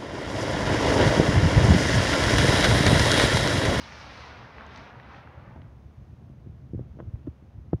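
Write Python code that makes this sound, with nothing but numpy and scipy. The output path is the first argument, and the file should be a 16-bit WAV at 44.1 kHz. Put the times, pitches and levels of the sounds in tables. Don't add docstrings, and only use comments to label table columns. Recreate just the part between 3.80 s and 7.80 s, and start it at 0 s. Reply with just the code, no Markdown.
import sys
import numpy as np
from scipy import signal
from scipy.fft import rfft, irfft
from scipy.io import wavfile
from scipy.ndimage import uniform_filter1d, map_coordinates

SR = 44100
rng = np.random.default_rng(int(sys.argv[2]) if len(sys.argv) > 2 else 0)


def bounce(signal):
    frames = np.transpose(np.atleast_2d(signal))
    limited = np.clip(frames, -1, 1)
    pcm = np.round(limited * 32767).astype(np.int16)
    wavfile.write(sys.argv[1], SR, pcm)


N = 176400

# time_s, relative_level_db
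RUSH_LOUDNESS = [(0, -49), (.2, -47.5), (.55, -48), (.72, -50), (.81, -48), (.87, -48), (1.0, -48),
                 (1.09, -48), (1.13, -51), (1.27, -51.5), (1.36, -50), (1.52, -53.5), (1.72, -55),
                 (1.9, -64.5), (2.1, -75)]
# pitch_hz, relative_level_db
RUSH_TONE = [(70, -23), (170, -3), (260, -7), (400, -5.5), (600, -2), (900, 0), (1500, -1), (2300, -2.5),
             (3200, -6.5), (4200, -6), (5200, -7.5), (6000, -11.5), (6650, -19.5), (7300, -30.5),
             (9500, -33), (12000, -42), (15500, -46)]
# time_s, treble_loss_db_per_khz
RUSH_DULLING = [(0, -0.5), (.12, 0.84), (.4, 1.47), (.56, 3), (.72, 4), (.88, 5), (.95, 2.5), (1.07, 3.7),
                (1.14, 5.5), (1.23, 5), (1.38, 3.5), (1.48, 6.5), (1.7, 6), (1.95, 9)]


def wind_in_foliage(bands=18, grain_db=2.1, flicker_db=1, pivot_hz=1000, dull_top_hz=5100):
    t = np.arange(N) / SR
    contacts = rng.standard_normal(N) * gain(grain_db * rng.exponential(size=N).clip(0, 6))
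    spectrum = rfft(add_reflection(shape_tone(contacts, RUSH_TONE)))
    centres_hz = 50 * 2 ** (np.arange(bands) / 2)
    band_position = np.interp(octaves(N), np.log2(centres_hz), np.arange(bands))
    loss_db_per_khz = np.interp(t, *np.array(RUSH_DULLING).T)
    rush = np.zeros(N)
    for k, hz in enumerate(centres_hz):
        band = irfft(spectrum * np.maximum(1 - abs(band_position - k), 0), N)
        khz_above_pivot = (min(hz, dull_top_hz) - pivot_hz) / 1000
        flicker = flicker_db * wander(per_s=30)
        rush += band * gain(flicker - loss_db_per_khz * khz_above_pivot)
    return gain(3) * rush * loudness_curve(RUSH_LOUDNESS, fade_db_per_s=44)


# time_s, delay_ms
REFLECTION_DELAYS = [(0, 3.14), (.8, 4.6), (1.7, 3.36), (2.299, 2.4)]


def add_reflection(sound, reflection_db=-12):
    t = np.arange(N) / SR
    time_s, delay_ms = np.array(REFLECTION_DELAYS).T
    delay_s = np.interp(t, time_s, delay_ms) / 1000
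    late_copy = map_coordinates(sound, [(t - delay_s) * SR], mode="mirror")
    return normalise(sound + gain(reflection_db) * late_copy)


# start_s, level_db, pitch_hz
LEAF_TICKS = [(.122, -33.5, 1530), (.783, -32.5, 1400), (.809, -32, 1170), (0.864, -54, 1790),
              (.865, -46, 4900), (0.96, -35.5, 3300), (.975, -43, 6230), (1.148, -41, 1090),
              (1.156, -39.5, 1070), (1.199, -37, 1350), (1.346, -36.5, 1490), (1.474, -35.5, 1200),
              (1.761, -37.5, 580), (1.818, -47.5, 2020)]


def leaf_ticks(decay_s=0.0019, width_octaves=0.84, size=2048):
    ticks = np.zeros(N)
    t = np.arange(size) / SR
    lead = size // 8
    for start_s, level_db, pitch_hz in LEAF_TICKS:
        burst = rng.standard_normal(size) * np.exp(-t / decay_s)
        band = 1 / (1 + ((octaves(2 * size) - np.log2(pitch_hz)) / width_octaves) ** 4)
        tick = irfft(rfft(burst, 2 * size) * band)
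        place(ticks, start_s - lead / SR, np.roll(tick, lead), level_db)
    return cut(ticks, "lowpass", hz=6200, order=6)


# start_s, level_db, contact_ms
FINGER_BUMPS = [(1.623, -38, 7), (2.054, -35, 9), (2.22, -37.5, 8.5), (2.498, -37.5, 4.5),
                (2.662, -37, 3.6), (2.67, -34, 4.9), (2.694, -29, 8.5), (2.9339, -24.5, 3.4),
                (2.9463, -24.5, 3.3), (2.954, -26, 8.6), (2.9762, -27.5, 5.6), (2.993, -25.5, 2.1),
                (3.008, -26.5, 5.4), (3.171, -40.5, 1.5), (3.189, -35.5, 0.85), (3.2018, -25, 0.84),
                (3.225, -38.5, 1.9), (3.282, -28.5, 9.3), (3.336, -22.5, 11), (3.357, -42.5, 0.53),
                (3.481, -28.5, 10.3), (3.624, -42.5, 3.1), (3.778, -31.5, 10), (3.9315, -10.5, 1.68),
                (3.9371, -19, 3.1), (3.942, -17, 6.4)]


def finger_bumps(slip_start_s=3.4715, slips_per_s=305):
    bumps = np.zeros(N)
    for start_s, level_db, contact_ms in FINGER_BUMPS:
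        pitch_ratio = 1 + 0.09 * rng.standard_normal()
        place(bumps, start_s, case_knock(contact_ms, pitch_ratio), level_db)
    for k in range(3):
        slip = case_knock(contact_ms=2.6, pitch_ratio=0.8)
        place(bumps, slip_start_s + k / slips_per_s, slip, peak_db=-26)
    return cut(bumps, "lowpass", hz=3600, order=6)


# pitch_hz, relative_level_db, ring_s (time to fall 60 dB)
CASE_NOTES = [(76, -11.5, 0.037), (119, -5, .055), (201, -1, 0.021), (321.5, 2, 0.026), (454, -3, 0.029),
              (1470, -11.5, .022), (1850, -10, .018), (3200, -16.5, .007)]


def case_knock(contact_ms, pitch_ratio, size=6000):
    t = np.arange(size) / SR
    progress = np.minimum(t * 1000 / contact_ms, 1)
    push = np.sin(np.pi * progress) ** 2 * np.exp(-2 * progress)
    ring = sum(gain(level_db - 60 * t / ring_s) * np.cos(2 * np.pi * pitch_hz * pitch_ratio * t)
               for pitch_hz, level_db, ring_s in CASE_NOTES)
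    knock = signal.fftconvolve(ring, push)[:size]
    return cut(knock, "highpass", hz=55, order=2)


# middle_s, rough_peak_db, spread_s
SKIN_RUBS = [(3.003, -49, 0.022), (3.202, -38, 0.008), (3.475, -39.5, 0.0055), (3.934, -27, 0.0028)]
# pitch_hz, relative_level_db
RUB_TONE = [(100, -10.5), (300, 3.5), (550, 3), (850, -5), (1250, -6.5), (1750, -13.5), (2400, -28.5),
            (3200, -27.5), (4500, -44.5), (8000, -62.5)]


def skin_rubs(peak_over_average_db=9):
    t = np.arange(N) / SR
    pressure = sum(gain(peak_db - peak_over_average_db) * np.exp(-.5 * ((t - middle_s) / spread_s) ** 2)
                   for middle_s, peak_db, spread_s in SKIN_RUBS)
    return pressure * shape_tone(rng.standard_normal(N), RUB_TONE)


# time_s, level_db
FLUTTER_LOUDNESS = [(0, -49), (1.1, -50), (1.52, -50.5), (1.64, -46), (1.8, -43.5), (1.98, -49),
                    (2.25, -47), (2.6, -45.5), (2.7, -47), (2.85, -44), (3.1, -45), (3.2, -38.5),
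                    (3.33, -44.5), (3.45, -43), (3.6, -52.5), (3.73, -47.5), (3.82, -44), (4, -48.5)]
# pitch_hz, relative_level_db
FLUTTER_TONE = [(15, -41.5), (30, -19), (48, -10.5), (68, 5), (95, -3), (122, 0.5), (160, -9), (240, -14.5),
                (350, -22.5), (600, -43.5), (1200, -84)]


def microphone_flutter(puff_db=3, smoothing_samples=7000):
    rumble = shape_tone(rng.standard_normal(N), FLUTTER_TONE)
    puffs = rumble * gain(puff_db * wander(per_s=34))
    slow_strength = np.sqrt(uniform_filter1d(puffs ** 2, smoothing_samples) + 1e-9)
    even_puffs = puffs / slow_strength
    return even_puffs * loudness_curve(FLUTTER_LOUDNESS)


# pitch_hz, relative_level_db
WOODS_TONE = [(30, -6), (200, 6), (400, -2), (600, -2), (1000, -8), (1600, -14), (3000, -21), (4500, -27),
              (6400, -28), (7400, -38), (11000, -37), (15500, -40.5)]


def distant_woods(level_db=-60, waver_db=.5):
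    hush = shape_tone(rng.standard_normal(N), WOODS_TONE)
    return gain(level_db) * hush * gain(waver_db * wander(per_s=3.2))


def gain(db):
    return 10 ** (np.asarray(db) / 20)


def normalise(sound):
    return sound / np.sqrt(np.mean(sound ** 2) + 1e-30)


def loudness_curve(rows, fade_db_per_s=0):
    t = np.arange(N) / SR
    time_s, level_db = np.array(rows, float).T
    return gain(np.interp(t, time_s, level_db) - fade_db_per_s * np.maximum(t - time_s[-1], 0))


def wander(per_s):
    hold = max(int(SR / per_s), 1)
    steps = np.repeat(rng.standard_normal(N // hold + 1), hold)
    return normalise(uniform_filter1d(uniform_filter1d(steps, hold), hold)[:N])


def octaves(size):
    return np.log2(np.maximum(np.fft.rfftfreq(size, 1 / SR), 1))


def shape_tone(sound, rows):
    pitch_hz, level_db = np.array(rows, float).T
    balance = gain(np.interp(octaves(N), np.log2(pitch_hz), level_db))
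    return normalise(irfft(rfft(sound) * balance, N))


def cut(sound, kind, hz, order):
    return signal.sosfilt(signal.butter(order, hz, kind, fs=SR, output="sos"), sound)


def place(track, start_s, sound, peak_db):
    start = int(np.clip(start_s * SR, 0, N - 1))
    track[start:start + len(sound)] += (sound * gain(peak_db) / np.max(abs(sound)))[:N - start]


def scene():
    background = distant_woods() + microphone_flutter()
    return (background + wind_in_foliage() + leaf_ticks() + finger_bumps() + skin_rubs())[None]


def record(dry):
    fade_s, bottom_hz, top_hz = .002, 30, 15700
    samples_from_edge = np.minimum(np.arange(N), np.arange(N)[::-1])
    fades = np.minimum(samples_from_edge / (fade_s * SR), 1)
    thinned = cut(dry * fades, "highpass", hz=bottom_hz, order=2)
    return signal.sosfilt(signal.ellip(10, .1, 80, top_hz, fs=SR, output="sos"), thinned)


dry = scene()
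out = record(dry)
bounce(out)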